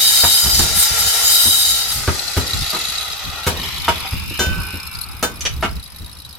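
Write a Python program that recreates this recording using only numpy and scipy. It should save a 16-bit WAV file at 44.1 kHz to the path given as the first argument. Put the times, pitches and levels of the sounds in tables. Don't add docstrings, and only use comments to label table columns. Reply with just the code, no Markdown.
import sys
import numpy as np
from scipy import signal
from scipy.fft import rfft, irfft, next_fast_len
from scipy.io import wavfile
from scipy.ndimage import map_coordinates

SR = 44100
rng = np.random.default_rng(int(sys.argv[2]) if len(sys.argv) > 2 else 0)


def bounce(signal):
    frames = np.transpose(np.atleast_2d(signal))
    limited = np.clip(frames, -1, 1)
    pcm = np.round(limited * 32767).astype(np.int16)
    wavfile.write(sys.argv[1], SR, pcm)


N = 281358
TIME = np.arange(N) / SR
OPPOSITE = np.array([[1], [-1]])

# pitch in Hz, width in Hz, level in dB.
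DISC_MODES = [(3060, 40, -8), (3840, 100, -1), (4020, 150, -10), (4382, 50, -3.5), (4931, 20, 6.5),
              (5873, 150, -9), (7045, 110, -2.5), (8253, 40, -7), (8600, 250, -15), (8995, 14, 2),
              (9690, 18, 1), (10880, 14, 0), (11359, 70, -5), (11854, 100, -12), (12893, 40, -9),
              (13830, 320, -13)]
# frequency in Hz, level in dB per Hz.
GRIT_SPECTRUM = [(1180, -16.5), (2000, -10), (2730, -12), (3050, 9), (3570, -15), (3860, 2.5), (4590, -11),
                 (4910, 8.5), (5500, -7), (9310, -0.5), (10200, -7.5), (11700, 0.5), (15800, -12.5)]
# start in seconds, length in seconds,
# bite in dB, treble in dB relative to the bite.
PUSHES = [(-0.05, 0.45, -19.5, -3), (0.385, 0.24, -22, -4.5), (0.735, 0.091, -21, 0.5),
          (0.951, 0.041, -20.5, -1), (1.02, 0.41, -23.5, -4), (1.257, 0.33, -21.5, -1),
          (1.565, 0.15, -23, -4), (1.714, 0.1, -27, -6), (1.86, 0.092, -29, -1)]
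PUSH_ATTACK_S, PUSH_T60_S = 0.056, 0.28
RUB_DB, RUB_TREBLE_DB = -28.5, -5.5
DRAW_OUT_S, DRAW_OUT_T60_S = 1.76, 1.5
# time in seconds,
# pitch in Hz, level in dB.
SQUEAL_CURVE = [(0.0, 3820, -16), (0.352, 3824, -19), (0.428, 3820, -31), (0.858, 3840, -20.5),
                (0.928, 3830, -47), (1.042, 3844, -21), (1.111, 3855, -32), (1.378, 3845, -14),
                (1.846, 3860, -21), (1.878, 3850, -41), (1.928, 3850, -29), (1.949, 3800, -34)]
SCREECH_LEAD_S = 0.00048

RUN_HZ, SWITCH_OFF_S = 508, 1.68
FRICTION_HZ_PER_S, DRAG_EQUAL_HZ = 37.1, 304
# multiple of the armature speed, level in dB, flicker in dB.
WHINE_TONES = [(1, -19, 3), (2, -21, 4), (4, -20, 4), (18, -4, 3.2)]
# multiple of the armature speed, level in dB at full speed,
# level in dB at half speed, width as a share of the pitch.
HOWL_STRANDS = [(.9, -14, -26, .04), (3.3, -11, -22, .012), (6.2, -28, -10, .012), (7.05, -13, -21, .008),
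                (9.6, -9, -18, .008), (11, -9, -13, .014), (12.1, -22, -10, .014), (18.15, -26, -14, .006)]
# time in seconds, level of the highs in dB,
# level of the lows in dB.
AIR_LEVELS = [(0.0, -30.5, -35), (0.43, -33.5, -34.5), (0.76, -29, -33.5), (1.22, -29, -31),
              (1.51, -35, -36), (2.36, -33.5, -38.5), (2.88, -32, -39.5), (3.2, -36.5, -39),
              (3.39, -37, -36.5), (3.71, -33, -40.5), (4.03, -35, -39), (4.25, -38, -46.5),
              (4.36, -35, -50), (4.62, -39.5, -39), (4.74, -39, -47.5), (5.05, -46, -46.5),
              (5.58, -48, -49.5), (5.85, -50.5, -55), (6.38, -56.5, -57)]
# frequency in Hz, level in dB per Hz.
AIR_SPECTRUM = [(150, -18), (400, 1), (560, -0.5), (800, -1.5), (1050, 7), (1300, 7), (1800, 2), (2600, 3),
                (4000, -6.5), (6000, -13), (9000, -11), (13000, -2), (16000, -27)]
# frequency in Hz, level in dB per Hz.
FAN_SPECTRUM = [(1500, -29), (4000, 2), (5500, 5.5), (7000, 4), (10000, -3), (13000, -7), (16000, -45)]
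# pitch in Hz, width in Hz, level in dB.
HOUSING_MODES = [(790, 210, 1.5), (1400, 500, -4), (2480, 500, -4), (8450, 270, -24)]
# pitch in Hz, width in Hz, level in dB.
GEAR_MODES = [(1045, 200, -8.5), (1727, 230, 6), (2082, 150, 3), (2400, 110, 0), (3430, 150, 1),
              (4580, 630, 2.5)]
RATTLE_DB = 2.5
RIDGE_HZ, RIDGE_DB = 60, 5.0
# time in seconds, lag in milliseconds,
# strength from 0 to 1.
NEAR_ECHO = [(0, 1.4, .35), (3.4, 1.52, .45), (3.6, .98, .35), (4.35, .75, .75), (4.7, .77, .8),
             (6.38, .85, .2)]
# lag in milliseconds, strength (below 0 flips the wave).
WALL_ECHOES = [(1.85, -0.19), (7.3, 0.18), (12.6, 0.2)]

# start in seconds, thud in dB, body in dB, crack in dB, sizzle in dB,
# top of the sizzle in Hz, length of the crunch in seconds, main resonance in Hz, its level in dB,
# low rumble after it in dB.
KNOCKS = [ (0.236, -17.5, -17.5, -30, -45, 8000, 0.013, 905, -36, -39),
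          (0.457, -22, -28.5, -47, -56, 8000, 0.0053, 209, -33, -38),
          (0.593, -19, -20, -32, -50, 8000, 0.0035, 326, -22, -27),
          (1.455, -24.5, -35, -49, -56, 8000, 0.023, 240, -40, -37.5),
          (2.077, -10, -16.5, -28.5, -31, 7000, 0.008, 381, -29, -30.5),
          (2.367, -13, -20.5, -33, -24, 15000, 0.012, 258, -42, -27.5),
          (2.73, -50, -27.5, -38, -36, 8000, 0.033, 1230, -30, -38),
          (3.466, -17, -19.5, -27, -23, 14100, 0.019, 497, -33, -24.5),
          (3.881, -29, -14.5, -18.5, -22.5, 7900, 0.012, 932, -17.5, -33),
          (4.048, -44, -34, -37, -66, 5900, 0.0076, 774, -32, -60),
          (4.31, -22.5, -54, -56, -60, 6000, 0.0039, 130, -46, -58),
          (4.390, -19.5, -26.5, -34, -30, 14000, 0.028, 365, -32, -23.5),
          (4.734, -24, -45, -52, -58, 6000, 0.011, 290, -41, -53),
          (5.227, -32, -16.5, -36, -21, 14000, 0.011, 485, -30, -31),
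          (5.626, -31, -17, -26.5, -34, 6500, 0.026, 1360, -30, -45)]
KNOCK_T60_S = 0.12
# pitch in Hz, width in Hz, level in dB.
BLOCK_MODES = [(214, 79, 4), (313, 41, 7), (393, 74, 6.5), (480, 82, 0.5), (648, 61, 5.5), (946, 66, 7.5),
               (1134, 90, 2.5), (1272, 64, 6.5), (1381, 36, 6.5), (1525, 163, 4.5), (2080, 1350, -8.5)]
# pitch in Hz, width in Hz, level in dB.
CRACK_MODES = [(1810, 120, -12.5), (1950, 32, -6), (2176, 41, 4), (2538, 41, 1.5), (2896, 92, 1.5),
               (3077, 29, 4.5), (3500, 84, -5)]
# start in seconds, level in dB,
# extra damping by the contact in 1/s.
CLANGS = [(3.468, -26.5, 30), (4.393, -22, 0), (5.228, -24, 20)]
# pitch in Hz, level in dB, t60 in seconds.
STEEL_MODES = [(1295, -8, .35), (1520, 2, 1.1), (1610, -4, .4), (1965, -13, .8), (2326, -18, .4),
               (2820, -13, .29), (3036, -0.5, .5), (3130, -9, .4), (3600, -1, .33), (4080, -4, .27),
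               (4583, -7, .42), (5130, -13, .6), (5633, -3, .28), (6245, -1, .22), (6838, -3, .26),
               (7445, -11, .28), (8100, -11, .24), (8635, -9, .27), (9290, -12, .32), (12060, -10, .35),
               (12850, -14, .22), (13600, -13, .45)]
# start in seconds, level in dB,
# tilt towards the high modes in dB per octave, length of the scuff in seconds.
CLINKS = [(5.408, -24.5, 8, 0.0063), (5.4524, -17, 0.5, 0.014)]
# pitch in Hz, width in Hz, level in dB.
CLINK_MODES = [(417, 210, -8), (1010, 550, -12), (1770, 160, -5), (2420, 130, -0.5), (2965, 80, 3.5),
               (3300, 68, 0), (3710, 120, -4), (4550, 380, -11), (5450, 120, -9), (5920, 88, -1),
               (6240, 220, -6), (7000, 120, -9.5), (8000, 420, -18), (11100, 1000, -27)]
CLINK_T60_S = 0.079

# time in seconds, peak in dB, treble in dB relative to it,
# share of ticks on the upper resonance from 0 to 1.
SCATTERED_TICKS = [(0, -45, 8, 0.1), (2.0, -36, 5.5, 0), (2.4, -21.5, -8, 0.07), (2.85, -20, -8, 0.1),
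                   (3.2, -25, -10.5, 0.01), (3.7, -24, -9, 0.2), (4.3, -30, -2.5, 0.96),
                   (4.85, -30, -1, .95), (5.2, -37.5, 0, 0.62), (5.85, -33.5, -4.5, 0.3),
                   (6.38, -35.5, -5, 0.36)]
# start in seconds, peak in dB, pitch in Hz,
# treble in dB relative to the peak.
SINGLE_TICKS = [(2.1914, -15, 4120, -19), (2.279, -14.5, 4040, -22), (2.507, -17.5, 3860, -18),
                (2.5332, -13.5, 3900, -27), (2.6199, -16.5, 3680, -11), (2.7023, -14, 4760, -9),
                (2.7521, -17, 4000, -13), (2.8512, -20, 3830, -13), (2.8973, -17, 3880, -9),
                (2.9524, -16, 4270, -19), (2.9814, -12, 3850, -25), (3.13, -21, 3790, -23),
                (3.7693, -28, 3630, -20), (3.8462, -22, 3730, -6), (4.002, -25, 4300, -6),
                (4.299, -27, 3770, -8), (4.799, -25, 5160, -18), (4.8294, -26, 5200, -13),
                (4.8663, -27, 5300, -5), (4.95, -21, 4700, -23), (4.9865, -25, 4980, -7),
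                (5.0126, -22.5, 4040, -1), (5.036, -24.5, 4330, -10), (5.1166, -32, 5170, -3),
                (5.1921, -40, 5100, 5), (5.7658, -36, 3970, -11), (5.8591, -28.5, 3850, -19),
                (5.9678, -36, 3880, -5), (6.0815, -46, 3920, -10), (6.22, -42, 5140, -8),
                (6.249, -28.5, 3880, -11), (6.327, -40, 3980, -4)]
# pitch in Hz, level in dB, t60 in seconds.
TICK_MODES = [(3835, -4, 0.022), (4390, 1, 0.025), (5000, -11.5, 0.048), (8200, -15, 0.16),
              (9700, -4.5, 0.027), (10710, 4.5, 0.037), (11350, -0.5, 0.031), (12250, 2, 0.036)]
LOW_TICK_HZ, HIGH_TICK_HZ = 3890, 5114

# start in seconds, length in seconds, level in dB.
GUSTS = [(0.417, 0.07, -22), (0.517, 0.12, -20), (0.692, 0.1, -24.5), (0.896, 0.18, -30),
         (1.855, 0.28, -31), (2.406, 0.13, -34), (2.525, 0.083, -21), (3.236, 0.036, -23),
         (3.466, 0.59, -30), (4.114, 0.15, -23.5), (4.45, 0.19, -21.5), (4.91, 0.72, -33),
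         (5.48, 0.3, -26.5), (5.991, 0.042, -26)]
GUST_ATTACK_S, GUST_T60_S, BREEZE_DB = 0.017, 0.27, -38.5
# frequency in Hz, level in dB per Hz.
WIND_SPECTRUM = [(15, 5), (30, -14), (55, 3), (76, 3.5), (110, -5), (170, -8.5), (260, -17.5), (450, -29.5),
                 (900, -43)]
# frequency in Hz, level in dB.
SIDE_SPECTRUM = [(100, -14), (350, -17.5), (700, -9.5), (1300, -6), (2400, -2.5), (4400, -0.5),
                 (8000, -0.5), (15000, 2.5)]
# frequency in Hz, level in dB per Hz.
YARD_SPECTRUM = [(150, -14), (400, 2), (1200, 8), (1900, -42), (2800, 7), (3400, 8), (6000, 3.5),
                 (7400, -41), (8100, -3), (8800, -6), (13000, -3), (16000, -24)]
YARD_DB = -47
CUTOFF_HZ = 15900


def cutting(turns, gear_ratio=4.8, wobble_db=-1.0, chatter_db=1.55, grain_db=3.5, mode_swing_db=3.0):
    bite, treble_bite = feed()
    once_per_turn = np.sin(2 * np.pi * turns / gear_ratio)
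    pressure = from_db(wobble_db * once_per_turn + chatter_db * drift(220))
    grains = noise() * pressure * from_db(grain_db * drift(6000))
    ringing = np.zeros(N)
    for k, mode in enumerate(DISC_MODES):
        ringing += (-1) ** k * resonate(grains, [mode]) * from_db(mode_swing_db * drift(14.22))
    ringing = sink(ringing, 1 + 0.0008 * drift(12))
    grit = colour(noise() * pressure, GRIT_SPECTRUM)
    cut = from_db(4.5) * rms_one(ringing) + from_db(2.0) * rms_one(grit)
    treble = colour(cut, [(7000, -40), (8000, 0)])
    lower_part = bite * from_db(0.7 * drift(39.2)) * rms_one(cut - treble)
    upper_part = treble_bite * from_db(3.5) * rms_one(treble)
    return lower_part + upper_part + squeal(pressure)


def feed():
    strokes = [(burst(0, DRAW_OUT_S, DRAW_OUT_T60_S), RUB_DB, RUB_TREBLE_DB)]
    for s, length, db, treble_db in PUSHES:
        strokes.append((swell(s, length, PUSH_ATTACK_S, PUSH_T60_S), db, treble_db))
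    return np.sqrt(sum((shape * from_db([[db], [db + treble_db]])) ** 2 for shape, db, treble_db in strokes))


def squeal(pressure, level_db=-6.0, jitter_hz=70, rough_db=3.0):
    hz, db = in_time(SQUEAL_CURVE)
    tone = np.sin(2 * np.pi * np.cumsum(hz + jitter_hz * drift(500)) / SR)
    ragged = rms_one(tone * pressure * from_db(rough_db * drift(200)))
    return from_db(db + level_db) * ragged * burst(0, SQUEAL_CURVE[-1][0], PUSH_T60_S)


def armature_speed():
    coasted_s = np.maximum(TIME - SWITCH_OFF_S, 0)
    start_angle = np.arctan(RUN_HZ / DRAG_EQUAL_HZ)
    return DRAG_EQUAL_HZ * np.tan(start_angle - coasted_s * FRICTION_HZ_PER_S / DRAG_EQUAL_HZ)


def motor(speed, tones, flutter_db=1.11, fan_db_per_octave=8, gears_db=-4):
    highs_db, lows_db = in_time(AIR_LEVELS)
    pace = speed / speed.max()
    low_air = colour(ridged_noise(pace) * np.sqrt(pace), [(5000, 0), (6500, -30)])
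    high_air = colour(noise(), [(5000, -30), (6000, 0)])
    air = rms_one(colour(low_air + high_air, AIR_SPECTRUM))
    housing = from_db(-5.5) * rms_one(resonate(noise(), HOUSING_MODES))
    hiss = sink(rms_one(colour(noise(), FAN_SPECTRUM)), pace)
    fan = hiss * from_db(4.5 + fan_db_per_octave * np.log2(pace))
    gears = from_db(gears_db) * sink(rms_one(resonate(noise(), GEAR_MODES)), pace)
    slack = from_db(RATTLE_DB * (1 - pace) * drift(70))
    sound = (air + housing + fan + gears + tones) * from_db(flutter_db * drift(150)) * slack
    for lag_ms, strength in [in_time(NEAR_ECHO)] + WALL_ECHOES:
        dull = np.convolve(sound, [.1, .24, .32, .24, .1], "same")
        sound = sound + strength * np.interp(TIME - lag_ms / 1000, TIME, dull)
    lows = colour(sound, [(1600, 0), (2000, -40)])
    return lows * from_db(lows_db + 1.5) + (sound - lows) * from_db(highs_db)


def ridged_noise(pace):
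    hz = np.arange(RIDGE_HZ, SR / 2, RIDGE_HZ)
    ridges = np.transpose([hz, RIDGE_DB * rng.standard_normal(len(hz))])
    return sink(colour(noise(), ridges), pace)


def whine(speed, turns):
    tones = np.zeros(N)
    for multiple, db, flicker_db in WHINE_TONES:
        tones += from_db(db + flicker_db * drift(45)) * np.sin(2 * np.pi * multiple * turns)
    return tones * np.square(speed / RUN_HZ)


def howl(speed, turns):
    octaves_slowed = np.clip(np.log2(RUN_HZ / speed), 0, 1)
    out = np.zeros(N)
    for multiple, full_db, half_db, width in HOWL_STRANDS:
        phase = 2 * np.pi * multiple * turns
        drifts_per_s = 2 * width * multiple * speed.mean()
        strand = drift(drifts_per_s) * np.sin(phase) + drift(drifts_per_s) * np.cos(phase)
        out += from_db(full_db + (half_db - full_db) * octaves_slowed) * strand
    return out


def knocks(thud_hz=78, first_contact_db=1, ring_cycles=110, rumble_t60=0.61, crumble_db=2.0):
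    crumbs = from_db(crumble_db * drift(400))
    layers = [band(noise(), 77, 285), resonate(noise(), BLOCK_MODES), resonate(noise() * crumbs, CRACK_MODES),
              band(noise() * crumbs, 2700, CUTOFF_HZ), band(noise(), 117, 560)]
    layers = np.array([rms_one(layer) for layer in layers])
    out = np.zeros(N)
    for s, thud_db, body_db, crack_db, sizzle_db, top_hz, hold, ring_hz, ring_db, rumble_db in KNOCKS:
        span = slice(int(s * SR), int(s * SR) + SR)
        age = TIME[span] - s
        boom, body, crack, grit, rumble = layers[:, span]
        thud = from_db(thud_db) * (np.sin(2 * np.pi * thud_hz * age) + 0.5 * boom)
        sizzle = signal.sosfilt(signal.butter(2, top_hz, fs=SR, output="sos"), grit)
        crunch = from_db(body_db) * body + from_db(crack_db) * crack + from_db(sizzle_db) * sizzle
        snap = from_db(first_contact_db * dying(age, 0.00067, 0.0052))
        ring = from_db(ring_db + 3.0) * np.sin(2 * np.pi * ring_hz * age)
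        out[span] += (thud + crunch * snap) * dying(age, hold, KNOCK_T60_S)
        out[span] += ring * dying(age, hold, min(ring_cycles / ring_hz, 0.14))
        out[span] += from_db(rumble_db) * rumble * dying(age, 0, rumble_t60)
    return out


def steel(scatter_db=-0.5):
    hz, mode_db, t60 = np.array(STEEL_MODES).T[:, :, None]
    age = np.arange(SR) / SR
    out = np.zeros(N + SR)
    for s, db, damping in CLANGS:
        level_db = db + mode_db + scatter_db * rng.standard_normal(hz.shape)
        decay = np.exp(-age * (np.log(1000) / t60 + damping))
        waves = np.sin(2 * np.pi * (hz * age + rng.random(hz.shape)))
        start = int(s * SR)
        out[start:start + SR] += np.sum(from_db(level_db) * decay * waves, axis=0)
    return out[:N]


def clinks(settle_db=-22, settle_t60=0.45):
    out = np.zeros(N)
    for s, db, tilt_db, hold in CLINKS:
        lowest_hz = CLINK_MODES[0][0]
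        modes = [(hz, width, mode_db + tilt_db * np.log2(hz / lowest_hz)) for hz, width, mode_db in CLINK_MODES]
        scuff = noise() * from_db(2.5 * drift(900))
        shape = burst(s, hold, CLINK_T60_S) + from_db(settle_db) * burst(s, 0, settle_t60)
        out += from_db(db) * shape * rms_one(resonate(scuff, modes))
    return out


def ticking(gap_s=0.018, uneven=0.33, spread_db=3):
    draws, chance = rng.standard_normal((600, 3)), rng.random(600)
    times = np.cumsum(gap_s * np.exp(uneven * draws[:, 0]))
    curve = np.transpose(SCATTERED_TICKS)
    level_db, treble_db, high_share = [np.interp(times, curve[0], column) for column in curve[1:]]
    pitch = np.where(chance < high_share, HIGH_TICK_HZ, LOW_TICK_HZ) * (1 + 0.01 * draws[:, 2])
    level_db = level_db + spread_db * np.minimum(draws[:, 1], 1)
    scattered = np.transpose([times, level_db, pitch, treble_db])[times < N / SR]
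    out = np.zeros(N + SR)
    for s, db, hz, top_db in list(SINGLE_TICKS) + list(scattered):
        sound, start = tick(db, hz, top_db), int(s * SR)
        out[start:start + len(sound)] += sound
    return out[:N]


def tick(db, hz, treble_db, rise_s=0.0016, hold_s=0.0024, main_t60=0.046, detune=0.008,
         scatter_db=3, rasp_db=-11, sharp=0.014, settle_s=0.0023):
    age = np.arange(SR // 16) / SR
    bent_age = age + sharp * settle_s * (1 - np.exp(-age / settle_s))
    mode_hz, mode_db, t60 = np.array(TICK_MODES).T[:, :, None]
    mode_db = mode_db + (mode_hz > 7000) * treble_db + scatter_db * rng.standard_normal(mode_hz.shape)
    mode_hz = mode_hz * (1 + 0.012 * rng.standard_normal(mode_hz.shape))
    mode_fade = np.exp(-np.log(1000) * age / t60)
    modes = np.sum(from_db(mode_db) * mode_fade * np.sin(2 * np.pi * mode_hz * bent_age), axis=0)
    ping = np.sin(2 * np.pi * hz * (1 + detune * rng.standard_normal()) * bent_age)
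    rasp = rms_one(np.convolve(rng.standard_normal(len(age)), [1, 2, 1, -1, -2, -1], "same"))
    fade = np.exp(-np.log(1000) * np.maximum(age - hold_s, 0) / main_t60)
    struck = (ping + from_db(rasp_db) * rasp) * fade
    return from_db(db - 5.0) * np.minimum(age / rise_s, 1) * (struck + modes)


def wind(lumpy_db=3.0, apart=0.82):
    power = from_db(BREEZE_DB) ** 2
    for s, length, db in GUSTS:
        power = power + (from_db(db) * swell(s, length, GUST_ATTACK_S, GUST_T60_S)) ** 2
    shared, own = [rms_one(colour(noise(), WIND_SPECTRUM) * from_db(lumpy_db * drift(35))) for _ in range(2)]
    return np.sqrt(power) * from_db(-1.87) * (shared + apart * own * OPPOSITE)


def yard_hush():
    return from_db(YARD_DB) * rms_one(colour(np.array([noise(), noise()]), YARD_SPECTRUM))


def corner(x, sideways, wet_db, t60):
    side = colour(scatter(sideways, longest_s=0.014), SIDE_SPECTRUM)
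    tail = np.array([echoes(x, first_s=0.008, t60=t60) for _ in range(2)])
    return x + side * OPPOSITE + from_db(wet_db) * tail


def scatter(x, longest_s):
    size = next_fast_len(N + 4096)
    hz = np.fft.rfftfreq(size, 1 / SR)
    delay = longest_s * np.interp(hz, np.linspace(0, SR / 2, 300), rng.random(300))
    turn = np.exp(-2j * np.pi * np.cumsum(delay) * hz[1])
    return irfft(rfft(x, size) * turn, size)[:N]


def echoes(x, first_s, t60):
    age = np.arange(int(t60 * SR)) / SR
    cloud = rng.standard_normal(len(age)) * from_db(-60 * age / t60)
    cloud = np.pad(cloud / np.linalg.norm(cloud), (int(first_s * SR), 0))
    return signal.fftconvolve(x, cloud)[:N]


def from_db(db):
    return np.exp(np.asarray(db) * (np.log(10) / 20))


def rms_one(x):
    return x / np.sqrt(np.mean(x ** 2) + 1e-20)


def in_time(rows):
    s, *columns = np.transpose(rows)
    return [np.interp(TIME, s, column) for column in columns]


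def noise():
    return rng.standard_normal(N)


def drift(per_s):
    knots = rng.standard_normal(int(N / SR * per_s) + 2)
    return rms_one(np.interp(TIME * per_s, np.arange(len(knots)), knots))


def colour(x, spectrum):
    hz, db = np.transpose(spectrum)
    size = next_fast_len(N + 4096)
    bins = np.maximum(np.fft.rfftfreq(size, 1 / SR), 1)
    gain = from_db(np.interp(np.log(bins), np.log(hz), db))
    return irfft(rfft(x, size) * gain, size)[..., :N]


def band(x, low_hz, high_hz):
    return signal.sosfilt(signal.butter(2, [low_hz, high_hz], "band", fs=SR, output="sos"), x)


def resonate(x, modes):
    out = np.zeros(N)
    for k, (hz, width, db) in enumerate(modes):
        r = np.exp(-np.pi * width / SR)
        poles = [1, -2 * r * np.cos(2 * np.pi * hz / SR), r * r]
        gain = (-1) ** k * from_db(db) * (1 - r * r) / 2
        out += gain * signal.lfilter([1, 0, -1], poles, x)
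    return out


def sink(x, pace):
    return map_coordinates(x, [np.cumsum(pace)], order=3)


def dying(age, hold, t60):
    return from_db(-60 * np.clip((age - hold) / t60, 0, 3))


def burst(start, hold, t60):
    return (TIME >= start) * dying(TIME - start, hold, t60)


def swell(start, length, attack, t60):
    return np.clip((TIME - start) / attack, 0, 1) * burst(start, length, t60)


def radiate(front, flank, width_db, shared=0.62):
    sideways = shared * front + np.sqrt(1 - shared ** 2) * flank
    return corner(front, from_db(width_db) * sideways, wet_db=-11.5, t60=0.33)


def scene():
    speed = armature_speed()
    unsteady = 1 + 0.0013 * drift(120) + 0.0005 * drift(7)
    turns = np.cumsum(speed * unsteady) / SR
    left, right = radiate(cutting(turns), cutting(turns), width_db=-1.5)
    right = np.interp(TIME - SCREECH_LEAD_S, TIME, right)
    screech = np.array([left, right]) * from_db([[2.8], [1.8]])
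    tones = whine(speed, turns) + howl(speed, turns)
    rush = radiate(motor(speed, tones), motor(speed, tones), width_db=0.0) * from_db([[0.8], [-0.8]])
    blows = knocks() + steel() + clinks()
    close = corner(blows, blows, wet_db=-10, t60=0.25)
    ticks = ticking()
    spread_ticks = from_db(-0.5) * scatter(ticks, longest_s=0.0053) * OPPOSITE
    rattle = ticks * from_db([[3.5], [-2.5]]) + spread_ticks
    return screech + rush + close + rattle + wind() + yard_hush()


def record(dry):
    dry = signal.sosfilt(signal.butter(2, 22, "high", fs=SR, output="sos"), dry)
    rounded = 1.1 * np.tanh(dry / 1.1)
    return signal.sosfiltfilt(signal.ellip(10, 0.1, 60, CUTOFF_HZ, fs=SR, output="sos"), rounded)


dry = scene()
out = record(dry)
bounce(out)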